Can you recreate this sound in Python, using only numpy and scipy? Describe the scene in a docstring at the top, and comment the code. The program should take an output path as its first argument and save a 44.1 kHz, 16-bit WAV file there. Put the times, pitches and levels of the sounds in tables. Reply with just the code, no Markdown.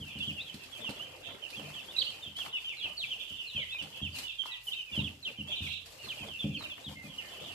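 """A flock of chicks peeps in a wooden brooder, heard from above, over rustling litter and quiet air.
From the start short falling whistles and a few rising chirps ring out, smeared by the walls and the room;
soft knocks boom in the box from the first moment, then come dry ticks, gritty rakes and dull pecks.
Trills, gliding tones with a zigzag pitch, join after a second; one chick squeals at about two seconds.
The two strongest knocks fall at about 5 and 6.4 s; peeps and stirring go on to the end."""
import sys
import numpy as np
from scipy import signal
from scipy.fft import rfft, irfft
from scipy.io import wavfile
from scipy.ndimage import uniform_filter1d

SR = 44100
rng = np.random.default_rng(int(sys.argv[2]) if len(sys.argv) > 2 else 0)


def dump_mix(stems):
    """Bounce the given channels to the path in sys.argv[1] as a 16-bit WAV at rate SR."""
    frames = np.atleast_2d(stems).T  # one column per channel
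    limited = np.clip(frames, -1, 1)  # hard clip at full scale
    pcm = np.round(limited * 32767).astype(np.int16)
    wavfile.write(sys.argv[1], SR, pcm)


N = 332514
TIME = np.arange(N) / SR


def amp(db):
    """Decibels to an amplitude factor."""
    return 10 ** (np.asarray(db) / 20)


def unit(x):
    """Scale to an RMS of one."""
    return x / np.sqrt(np.mean(x ** 2) + 1e-20)


def read(points, hz):
    """Read a curve of (f/Hz, value) points along a logarithmic frequency axis."""
    f, value = np.transpose(points)
    return np.interp(np.log(hz + 1), np.log(f + 1), value)


def colour(x, points):
    """Equalise a sound with a curve of (f/Hz, gain/dB) points."""
    gain = amp(read(points, np.fft.rfftfreq(x.shape[-1], 1 / SR)))
    return irfft(rfft(x) * gain, x.shape[-1])


def pan(db):
    """Left and right gains that differ by db; positive is louder on the left."""
    return unit(amp([[db / 2], [-db / 2]]))


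def add(mix, s, sound):
    """Lay a sound into the mix at s seconds, cut off at the end of the mix."""
    part = mix[:, max(round(s * SR), 0):][:, :sound.shape[-1]]
    part += sound[..., :part.shape[1]]


def narrow(x, corner_hz=650):
    """Long waves reach both microphones alike; short ones differ."""
    f = np.fft.rfftfreq(x.shape[-1], 1 / SR)
    side_gain = (f + 30) / np.hypot(f + 30, corner_hz)
    side = irfft(rfft(x[1]) * side_gain, x.shape[-1])
    return np.array([x[0] + side, x[0] - side])


def room(x):
    """Dense echoes, other ones at each microphone, each band dying at its own speed."""
    # reverberation time of the room: (f/Hz, t60/s)
    room_t60 = [(200, 0.48), (1000, 0.51), (3000, 0.31), (6000, 0.3), (14000, 0.15)]
    hz, t, z = signal.stft(rng.standard_normal((2, SR // 2)), SR, nperseg=256)
    fade = amp(-60 * t / read(room_t60, hz)[:, None])
    build_up = 1 - np.exp(-t / 0.014)
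    tail = signal.istft(z * fade * build_up, SR, nperseg=256)[1]
    # about unit gain where the chicks call, 2400 to 4000 Hz (bins 1 Hz apart)
    in_band = abs(rfft(tail, SR))[:, 2400:4000]
    tail = tail / np.sqrt(np.mean(in_band ** 2))
    return signal.oaconvolve(x, tail, axes=1)[:, :N]


def walls(x, count=4, strength=.55):
    """A few early reflections, drawn anew for each call: they beat against a gliding tone."""
    taps = np.zeros((2, SR // 60))
    for side in taps:
        delays = rng.integers(SR // 600, SR // 70, count)
        side[delays] = strength * rng.choice([-1, 1], count) / np.sqrt(count)
    # the direct sound reaches the right a little before or after the left
    taps[0, 14] = taps[1, rng.integers(0, 28)] = 1
    heard = signal.fftconvolve(x[None], taps, axes=1)
    # each side keeps the energy of the dry call
    return heard * np.linalg.norm(x) / np.linalg.norm(heard, axis=1, keepdims=True)


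def whistle(hz, crest, waver=0.0085, fullness=0.37):
    """A chick's syrinx: a nearly pure tone that swells to its crest and fades, fluttering a little."""
    # second and third harmonic of a call, typical value: (level/dB, level/dB)
    overtones_db = (-29.5, -37.5)
    drift, flutter = unit(uniform_filter1d(rng.standard_normal((2, len(hz))), SR // 200))
    phase = 2 * np.pi * np.cumsum(hz * (1 + waver * drift)) / SR
    second_db, third_db = overtones_db + rng.normal(0, 2, 2)
    tone = np.sin(phase) + amp(second_db) * np.sin(2 * phase) + amp(third_db) * np.sin(3 * phase)
    flutter_gain = amp(2.8 * uniform_filter1d(flutter, SR // 500))
    # warped time puts the top of the half sine at the crest; a low fullness exponent flattens it
    u = np.interp(np.linspace(0, 1, len(hz)), [0, np.clip(crest, .1, .9), 1], [0, .5, 1])
    swell = abs(np.sin(np.pi * u)) ** fullness
    return unit(tone * flutter_gain * swell)


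def glide(length, first, middle, last):
    """Pitch bends smoothly through three points."""
    u = np.linspace(0, 1, max(int(length * SR), 200))
    return np.polyval(np.polyfit([0, .5, 1], [first, middle, last], 2), u)


def bowed_glide(length, first, last, bow):
    """A glide whose middle lies above a straight line by bow, a share of the mean pitch."""
    return glide(length, first, (first + last) / 2 * (1 + bow), last)


def still_air(level_db=-68):
    """The quiet floor of the room: steady coloured noise, wider in the treble."""
    # tone of the air: (f/Hz, gain/dB)
    air_colour = [(20, -22), (38, -1), (50, 26.5), (65, 3.5), (120, 17), (300, -26), (1000, -11),
                  (5000, -7.5), (15000, -61)]
    return amp(level_db) * unit(colour(narrow(rng.standard_normal((2, N))), air_colour))


def crackle(per_s, spread, wash, low_hz, high_hz, cycles, count=22):
    """Many tiny contacts of unequal size, each ringing at its band's pitch, over a steady wash of noise."""
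    out = np.zeros((2, N))
    for hz in np.geomspace(low_hz, high_hz, count):
        t = np.arange(int(5 * cycles / hz * SR)) / SR
        grain = np.exp(-t * hz / cycles) * np.sin(2 * np.pi * hz * t) * np.sqrt(hz)
        # small, high-pitched contacts are the most common; only the top band gets its full share
        share = hz / high_hz
        contacts = int(per_s * share * N / SR / count)
        when, size, left, right = rng.random((6000, 4))[:contacts].T
        strength = amp(spread * np.minimum(-np.log(size), np.pi))
        hits = np.zeros((2, N))
        hits[:, (when * N).astype(int)] = strength * (np.array([left, right]) - .5)
        out += signal.oaconvolve(hits, grain[None], axes=1)[:, :N]
    noise = colour(rng.standard_normal((2, N)), [(high_hz, 0), (high_hz * 2, -12)])
    return unit(out) + wash * unit(noise)


def footwork():
    """Strength of rustle and shuffle: each step swells quickly and fades over the steady stirring."""
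    # the flock's steady stirring, before the litter's trims: (t/s, crisp rustle level/dB, dull shuffle level/dB)
    stirring = [(0, -62.5, -62.5), (.65, -62, -60), (1.0, -60.5, -54.5), (1.38, -65.5, -60.5),
                (1.55, -60.5, -57), (2.2, -60.5, -58.5), (2.34, -67, -65), (3.1, -61, -63.5),
                (3.68, -64, -69), (3.95, -63.5, -59.5), (4.38, -64.5, -78), (5.3, -67, -66.5),
                (5.82, -66.5, -70.5), (6.15, -57.5, -56), (6.55, -67, -71), (7.0, -65, -66.5),
                (7.25, -59.5, -57), (7.54, -60, -52.5)]
    # single steps that stand out, before the same trims:
    # (t/s, length/s, crisp rustle level/dB, dull shuffle level/dB)
    steps = [(.16, 0.25, -69, -75), (0.778, 0.12, -62, -53.5), (0.872, 0.068, -63, -52),
             (1.265, 0.16, -71, -52), (1.574, 0.25, -66, -56), (1.947, 0.11, -59, -74),
             (2.363, 0.11, -55, -61), (2.44, 0.067, -54.5, -53), (2.59, 0.11, -61.5, -81),
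             (2.832, .13, -76, -54), (3.54, 0.13, -70, -56.5), (3.804, 0.089, -65, -51.5),
             (3.949, 0.092, -60.5, -58.5), (4.131, 0.17, -52.5, -57.5), (4.439, 0.1, -60, -66),
             (4.645, 0.22, -59.5, -66), (4.895, 0.29, -61, -56.5), (5.255, .11, -62.5, -55.5),
             (5.459, 0.16, -59.5, -56.5), (5.601, 0.17, -55.5, -59), (5.842, 0.21, -60.5, -63.5),
             (6.037, .07, -58, -54), (6.219, 0.11, -62, -53), (6.393, 0.16, -64, -61.5),
             (6.574, 0.18, -58, -53), (6.753, 0.14, -63, -58.5), (6.879, 0.087, -57, -54.5),
             (7.014, 0.1, -60, -60)]
    step_crest = 0.23  # where a step is loudest, as a share of its length
    s, crisp_db, dull_db = np.transpose(stirring)
    power = amp([np.interp(TIME, s, crisp_db), np.interp(TIME, s, dull_db)]) ** 2
    for start, length, crisp, dull in steps:
        swell = np.interp(np.linspace(0, 1, int(length * SR)), [0, step_crest, 1], [0, 1, 0])
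        add(power, start, amp([[crisp], [dull]]) ** 2 * np.sin(np.pi / 2 * swell) ** 2)
    return np.sqrt(power)


def litter(rustle_db=4.5, shuffle_db=2.5, side_db=3, scratch_db=1.3):
    """Feet stir the shavings in short scratches and scuff the floor beneath."""
    # tone of the crisp shavings: (f/Hz, gain/dB)
    rustle_colour = [(900, -1.5), (2000, -1.5), (4500, 4), (6000, -2), (7800, -1), (9000, -6.5),
                     (11500, -4), (14000, -8), (15200, -13)]
    # tone of the dull scuffs: (f/Hz, gain/dB)
    shuffle_colour = [(40, -45), (80, 9), (200, -1.5), (360, -1), (560, 1), (1000, -5.5), (1600, -11),
                      (2500, -7.5), (5000, -42)]
    crisp, dull = footwork()
    snaps = crackle(per_s=9000, spread=3.4, wash=1.3, low_hz=2000, high_hz=14000, cycles=5)
    scuffs = crackle(per_s=2600, spread=3.0, wash=.7, low_hz=130, high_hz=2400, cycles=7)
    slow_noise = uniform_filter1d(rng.standard_normal(N), SR // 50)
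    scratches = unit(uniform_filter1d(slow_noise, SR // 250))
    rustle = unit(colour(snaps, rustle_colour)) * crisp * amp(rustle_db + scratch_db * scratches)
    shuffle = unit(colour(narrow(scuffs), shuffle_colour)) * dull * amp(shuffle_db)
    return pan(side_db) * rustle + shuffle


def rakes(level_db=0, grain_db=2.5):
    """A foot rakes through the shavings: a quick, gritty swish that swells early and dies away."""
    # rakes: (t/s, length/s, level/dB, brightest f/Hz)
    rake_table = [(0.754, 0.075, -60, 8000), (2.365, 0.18, -65, 11000), (4.15, 0.075, -56, 7500),
                  (4.627, .13, -54.5, 11300), (5.625, .13, -70, 7000)]
    out = np.zeros((2, N))
    for s, length, db, hz in rake_table:
        u = np.linspace(0, 1, int(length * SR))
        grit = unit(uniform_filter1d(rng.standard_normal(len(u)), SR // 300))
        noise = rng.standard_normal((2, len(u)))
        swish = unit(colour(noise, [(hz / 8, -22), (hz, 0), (hz * 2, -8)]))
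        envelope = unit(amp(grain_db * grit) * u * (1 - u) ** 2)
        add(out, s, amp(db + level_db) * swish * envelope)
    return out


def pecks(level_db=1, decay=0.0045, room_db=-7):
    """A beak hits a board under the litter: one broad, damped resonance, shaped from noise."""
    # duller pecks on the boards: (t/s, onset level/dB before trim, f/Hz)
    peck_table = [(.893, -43.5, 800), (1.597, -42, 700), (2.105, -54, 990), (2.39, -40.5, 1110),
                  (2.462, -38.5, 1070), (2.854, -44.5, 756), (3.745, -48, 980), (4.437, -47.5, 1060),
                  (4.457, -41, 900), (6.073, -46.5, 1100), (6.246, -56, 1000), (6.608, -40.5, 1000),
                  (6.626, -45, 1110), (6.78, -47, 1030)]
    out, t = np.zeros((2, N)), np.arange(SR // 20) / SR
    for s, db, hz in peck_table:
        resonance = [(hz / 4, -20), (hz, 0), (hz * 2, -12), (hz * 8, -40)]
        burst = unit(colour(narrow(rng.standard_normal((2, len(t)))), resonance))
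        add(out, s, amp(db + level_db) * burst * np.exp(-t / decay))
    return out + amp(room_db) * room(out)


def ticks(level_db=-10, decay=0.014, room_db=-4):
    """Beaks and claws snap a shaving: a bright noise burst with a very short decay."""
    # dry ticks: (t/s, onset level/dB before trim, left-right/dB before halving)
    tick_table = [(0.1873, -38, -1), (0.2275, -41, 2), (0.5425, -34, -6), (0.636, -37.5, -3),
                  (0.893, -33, -2), (0.9057, -35, 0), (1.491, -42, -13), (1.503, -33.5, -6),
                  (1.917, -45, -15), (1.9723, -38, -1), (2.0475, -36, 1), (2.103, -37, -1),
                  (2.3652, -36, 1), (2.387, -39, 6), (2.459, -39.5, -14), (3.0327, -46, -6),
                  (3.8248, -35, -9), (4.1535, -34, 4), (4.1859, -25.5, -3), (4.4591, -38.5, -2),
                  (4.9556, -36, -3), (5.86, -38, -15), (6.0462, -41, 3), (7.5198, -39, -3)]
    # tone of a tick: (f/Hz, gain/dB)
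    tick_colour = [(300, 4), (1500, 4.5), (4300, 16.5), (6500, 2.5), (8000, 6.5), (12000, 1.5),
                   (15000, -14)]
    out, t = np.zeros((2, N)), np.arange(SR // 30) / SR
    for s, db, side_db in tick_table:
        burst = unit(colour(rng.standard_normal((2, len(t))), tick_colour))
        add(out, s, amp(db + level_db) * pan(side_db / 2) * burst * np.exp(-t / decay))
    return out + amp(room_db) * room(out)


def knocks(ring_db=-2, boom_db=-11, boom_t60=0.6, rise=0.0032):
    """A soft blow rings the low modes of the box; a boom of dark noise lingers with them."""
    # soft knocks: (t/s, level/dB before trims, hardness as corner f/Hz, ring length as a factor, deep bass/dB)
    knock_table = [(0.0, -39.5, 215, 0.94, 2.5), (.156, -37.5, 252, 1, 1), (.276, -35, 278, 0.74, -3),
                   (0.543, -36, 336, 0.28, -4), (0.89, -30, 573, 0.2, -10), (1.575, -44.5, 463, 1.36, -8),
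                   (2.261, -48.5, 296, 0.91, 6), (3.307, -50, 350, 0.57, 9.5), (3.548, -38.5, 173, 0.86, 6),
                   (3.813, -47.5, 300, 1, -3), (4.016, -32.5, 183, 0.9, 6.5), (4.916, -48, 217, 1.1, 7),
                   (4.977, -25, 260, 0.76, 0.5), (5.387, -36.5, 241, 0.91, 2), (5.606, -34.5, 171, 1.01, 7),
                   (6.207, -43, 298, 1.25, 4), (6.442, -23, 264, 0.89, -7.5), (6.865, -38.5, 235, 1.2, -1),
                   (7.041, -38.5, 226, 0.95, -18)]
    # modes of the box: (f/Hz, level/dB, t60/s before the ring length factor)
    box_modes = [(83.86, -8.5, 0.58), (92, -43, 0.38), (133.5, -8, 0.38), (150.4, -2, 0.38),
                 (182, 2.5, 0.068), (203.4, 1, 0.36), (224.3, -6.5, 0.25), (283.4, -4, 0.5),
                 (395, -11, 0.49), (474, -12, 0.4), (560, 0.5, 0.27), (800, -5, 0.24)]
    # tone of the boom: (f/Hz, gain/dB)
    boom_colour = [(40, -62), (75, 0), (130, -1), (220, -1), (310, 6), (380, -52), (520, 0), (900, -8),
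                   (2000, -22)]
    out, t = np.zeros((2, N)), np.arange(SR * 3 // 4) / SR
    for s, db, corner_hz, hold, bass_db in knock_table:
        def blow(hz):
            """A soft contact spares the high modes; a blow near a wall spares the lowest."""
            bass = amp(bass_db / (1 + (hz / 110) ** 6))
            return bass / (1 + (hz / corner_hz) ** 3)

        fade_db = -60 * t / max(hold, .1)  # divided by a t60 below
        ring = 0
        for hz, mode_db, t60 in box_modes:
            ring = ring + blow(hz) * amp(mode_db + fade_db / t60) * np.cos(2 * np.pi * hz * t)
        air = colour(narrow(rng.standard_normal((2, len(t)))), boom_colour)
        air = unit(irfft(rfft(air) * blow(np.fft.rfftfreq(len(t), 1 / SR)), len(t)))
        boom = air * amp(boom_db + fade_db / boom_t60) * (1 - np.exp(-t / 0.0077))
        onset = 1 - np.exp(-t / rise)
        add(out, s, amp(db) * (amp(ring_db) * ring + boom) * onset)
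    return out


def far_chicks(level_db=0, pitch_hz=2970, side_db=-2, count=150):
    """The rest of the flock: faint falling peeps merged by the room."""
    # how busy the far part of the flock is: (t/s, level/dB before the room)
    flock_level = [(0, -45), (.65, -58), (.85, -46.5), (1.3, -59.5), (1.65, -49.5), (2.15, -51.5),
                   (2.45, -52.5), (2.75, -47.5), (3.3, -45.5), (3.85, -51), (4.4, -46), (5.12, -72),
                   (5.5, -45), (5.85, -62.5), (6.35, -45), (6.9, -60), (7.54, -45.5)]
    out = np.zeros((2, N))
    for k, (when, pitch, length, size) in enumerate(rng.uniform(-1.1, 1, (count, 4))):
        hz = pitch_hz * (1 + .12 * pitch) * glide(.06 + length / 50, 1.11, 1.01, .87)
        add(out, (k + when) / count * N / SR, amp(1.4 * size) * whistle(hz, 1 / 2))
    busy_db = np.interp(TIME, *np.transpose(flock_level))
    return pan(side_db) * room(unit(out) * amp(level_db + busy_db))


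def trills(direct_db=-7, room_db=-2):
    """Chicks that face away: pitch swings in quick, uneven zigzags; mostly the echoes are heard."""
    # quick warbles: (t/s, length/s, centre f/Hz, nominal swing/Hz, warble rate/Hz,
    # level/dB before trims, left-right/dB)
    trill_table = [(1.225, 0.062, 3360, 496, 41, -42.5, -8), (1.986, 0.044, 3914, 625, 36, -36.5, -8),
                   (3.191, 0.15, 3125, 575, 36, -47.5, -20), (3.919, 0.065, 3000, 400, 33, -45, -3),
                   (5.492, 0.0745, 3260, 454, 35, -40.5, -10), (5.643, .11, 3285, 967, 27, -37.5, -7.5),
                   (7.179, 0.087, 1970, 205, 33, -54.5, -7)]
    out = np.zeros((2, N))
    for s, length, centre, swing, rate, db, side_db in trill_table:
        t = np.arange(int(length * SR)) / SR
        depth = np.interp(t, np.linspace(0, length, 6), rng.uniform(.75, 1.3, 6))
        # each warble rises for a third of its time and falls for the rest
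        hz = centre + swing * depth * signal.sawtooth(2 * np.pi * rate * t, 1 / 3)
        call = whistle(hz, 1 / 2, fullness=1 / 2)
        add(out, s, amp(db) * pan(side_db) * walls(call))
    return amp(direct_db) * out + amp(room_db) * room(out)


def calls():
    """Every peep and chirp, and the squeal, as (start s, level dB, left-right dB, sound before its level)."""
    # falling peeps of the nearer chicks:
    # (t/s, length/s, first f/Hz, last f/Hz, level/dB before trims, left-right/dB)
    peep_table = [(.002, 0.045, 3395, 2720, -48, -2), (.151, .044, 3200, 2660, -49, -5),
                  (.197, 0.059, 3530, 2890, -43.5, -9), (.262, 0.056, 3490, 2416, -40, -3),
                  (.357, 0.056, 2895, 2470, -44, -3), (.465, 0.047, 3500, 2870, -47.5, -9),
                  (.595, 0.057, 2800, 2510, -54.5, -15), (.717, .075, 3410, 2875, -50.5, -11),
                  (.808, .048, 3630, 3180, -50, 5), (.839, 0.05, 3200, 2530, -40.5, -6),
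                  (.958, 0.041, 3400, 2800, -55, -7), (1.25, 0.036, 2760, 2526, -49.5, -14),
                  (1.42, 0.054, 3124, 2560, -44, -13), (1.556, 0.059, 3510, 2620, -47, -9),
                  (1.735, 0.074, 3440, 2574, -47, -8), (1.936, 0.046, 2880, 2410, -49.5, -3),
                  (2.222, 0.069, 3730, 2780, -46.5, -5), (2.385, 0.05, 3520, 2580, -40, -7),
                  (2.512, 0.038, 3800, 3250, -58, 9), (2.527, 0.051, 3060, 2550, -36.5, 0),
                  (2.562, 0.039, 3630, 3270, -50, -10), (2.642, 0.07, 3194, 2700, -41, 0),
                  (2.7, 0.042, 2750, 2090, -47, -4), (2.767, .05, 4250, 3280, -49.5, -6),
                  (2.8, 0.06, 3400, 2970, -41.5, -8), (2.818, .035, 4600, 3770, -56, -3),
                  (2.825, 0.047, 2980, 2490, -39.5, 0), (2.892, 0.048, 3040, 2730, -48, -16),
                  (2.968, 0.057, 4650, 3200, -41, -4), (3.017, 0.033, 3400, 2204, -37.5, -1),
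                  (3.105, 0.04, 3250, 2610, -38, -3.5), (3.188, 0.052, 3350, 2554, -47.5, -6),
                  (3.2, .04, 3590, 3080, -44, -9), (3.295, .055, 3060, 2960, -49.5, -16),
                  (3.385, 0.041, 3130, 2725, -42, -7), (3.43, .05, 2850, 2530, -49.5, -4),
                  (3.465, 0.066, 4380, 3100, -49.5, 1), (3.53, .048, 2970, 2460, -45.5, -8),
                  (3.551, 0.052, 3215, 2816, -37.5, 1), (3.572, 0.073, 2510, 1934, -46, -4),
                  (3.59, .052, 3515, 2810, -42.5, -7), (3.597, 0.04, 4100, 3420, -54.5, -7),
                  (3.715, 0.058, 2655, 2380, -42, -1), (3.78, 0.045, 3130, 2520, -40.5, -7),
                  (4.018, 0.061, 3380, 2510, -40, -6), (4.122, 0.06, 3166, 2530, -48.5, 0),
                  (4.125, 0.062, 4790, 3600, -55.5, -19), (4.23, .085, 3020, 2540, -45, -6),
                  (4.276, 0.038, 3660, 3200, -45.5, -13), (4.317, 0.043, 4020, 3300, -56.5, -12.5),
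                  (4.385, 0.042, 3216, 3000, -35.5, -21), (4.465, 0.072, 2775, 2420, -50.5, 2),
                  (4.494, 0.077, 1970, 1904, -58.5, -10), (4.512, 0.039, 3960, 3130, -44.5, -8),
                  (4.535, 0.045, 3040, 2390, -49, -3), (4.668, 0.032, 3140, 2720, -39, -2),
                  (4.712, 0.034, 3230, 2550, -39.5, -10), (4.747, 0.061, 2770, 2480, -47, 4),
                  (4.767, 0.071, 3166, 2723, -43, -2), (4.86, 0.052, 2640, 2310, -52.5, -10),
                  (4.914, 0.039, 2970, 2550, -42, -7), (4.924, 0.056, 3470, 3070, -45.5, -2),
                  (4.96, 0.048, 3180, 2580, -36, -4), (4.985, .045, 3970, 3150, -46, -12),
                  (5.038, 0.045, 3500, 2560, -40.5, -8), (5.226, 0.045, 4210, 3040, -45, -7),
                  (5.249, 0.043, 3150, 2457, -39, 0), (5.374, .048, 3157, 2680, -43, -3.5),
                  (5.512, 0.041, 3360, 2610, -38, -1), (5.555, 0.046, 4160, 3210, -44.5, -4),
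                  (5.56, 0.081, 3204, 2455, -46, -1), (5.615, 0.056, 3710, 3200, -47, -1),
                  (5.638, 0.045, 2990, 2055, -45.5, -5), (5.988, 0.069, 2920, 2605, -53.5, -5),
                  (6.025, .085, 4470, 3600, -53.5, -14), (6.083, 0.048, 3580, 2327, -41.5, -3.5),
                  (6.174, 0.063, 2856, 2450, -49.5, -8), (6.197, 0.047, 3290, 2910, -48, -4),
                  (6.265, 0.043, 3645, 2930, -50.5, -12), (6.388, 0.054, 3600, 3070, -41, -4),
                  (6.543, 0.035, 3345, 2450, -40.5, -4), (6.568, 0.08, 4500, 3520, -51.5, -10),
                  (6.637, 0.029, 3100, 2340, -43, -6), (6.679, .06, 2916, 2510, -48, 0),
                  (6.698, 0.043, 3620, 2970, -48, -4), (6.84, .058, 3890, 2810, -47, 1),
                  (6.954, 0.074, 2114, 2005, -52.5, -5), (7.033, 0.04, 2560, 2320, -54.5, -8),
                  (7.087, 0.084, 3450, 2670, -54.5, -9), (7.179, 0.028, 3060, 2560, -40, -5),
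                  (7.268, 0.037, 3120, 2850, -53, -14), (7.445, .055, 3720, 3160, -54.5, -14),
                  (7.48, .052, 3200, 2480, -50.5, -13)]
    # rising chirps:
    # (t/s, length/s, first f/Hz, last f/Hz, level/dB before trims, left-right/dB)
    chirp_table = [(.2, 0.057, 2560, 3146, -39.5, -4), (.39, 0.036, 3150, 3980, -44, 1),
                   (.992, .058, 2676, 3210, -44.5, -7), (1.527, 0.041, 2366, 2860, -47.5, -2),
                   (1.878, 0.04, 3030, 3700, -49.5, 0), (2.048, 0.06, 2590, 3236, -41.5, -6),
                   (2.353, 0.046, 2916, 3440, -44, -2), (3.682, 0.06, 2950, 3860, -45, -3),
                   (4.72, .025, 3250, 3860, -41.5, -2), (5.472, .057, 3200, 3460, -46.5, -5),
                   (7.338, .075, 2560, 3060, -60, -12), (7.391, 0.062, 3200, 3770, -56.5, -10)]
    # path of one startled squeal: (t/s, f/Hz, level/dB before trims)
    squeal_path = [(1.964, 3900, -35), (1.979, 4100, -42), (1.984, 3950, -25.5), (1.990, 3880, -24.5),
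                   (1.996, 4550, -40), (2.005, 4550, -36), (2.019, 3210, -29), (2.028, 3050, -35)]
    # upward bow of a glide, as a share of its pitch; loudest point, as a share of its length
    peep_bow, chirp_bow, crest = 0.0217, 0.0257, 0.62
    squeal_side_db = -8
    for table, bow in ((peep_table, peep_bow), (chirp_table, chirp_bow)):
        for s, length, first, last, db, side_db in table:
            yield s, db, side_db, whistle(bowed_glide(length, first, last, bow), crest)
    s, hz, db = np.transpose(squeal_path)
    t = np.arange(s[0], s[-1], 1 / SR)
    squeal = whistle(np.interp(t, s, hz), 1 / 2, fullness=.15)
    squeal = squeal * amp(np.interp(t, s, db) - db.max())
    yield s[0], db.max(), squeal_side_db, squeal


def near_chicks(direct_db=2.5, room_db=-5):
    """Single calls, straight from the beak with wall reflections, and by way of the room."""
    # a call of usual level, and the dB its echo gains for each dB more: far chicks sound wetter
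    typical_db, room_follows = -46, 0.77
    direct, sent = np.zeros((2, 2, N))
    for s, db, side_db, call in calls():
        add(direct, s, amp(db) * pan(side_db) * walls(call))
        sent_db = typical_db + room_follows * (db - typical_db)
        add(sent, s, amp(sent_db) * pan(side_db / 2) * call)
    return amp(direct_db) * direct + amp(room_db) * room(sent)


def scene():
    """The air and the litter, the touches on litter and box, and the flock, summed."""
    ground = still_air() + litter() + rakes()
    touches = pecks() + ticks() + knocks()
    chicks = far_chicks() + trills() + near_chicks()
    return ground + touches + chicks


def record(dry):
    """The microphone drops the deepest bass; then the recorder's band limit."""
    band_low_hz, band_high_hz = 46, 15150
    bass_cut = signal.butter(3, band_low_hz, "high", fs=SR, output="sos")
    heard = signal.sosfilt(bass_cut, dry)
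    treble_cut = signal.firwin(511, band_high_hz, window=("kaiser", 9), fs=SR)
    return signal.oaconvolve(heard, treble_cut[None], "same")


dry = scene()
out = record(dry)
dump_mix(out)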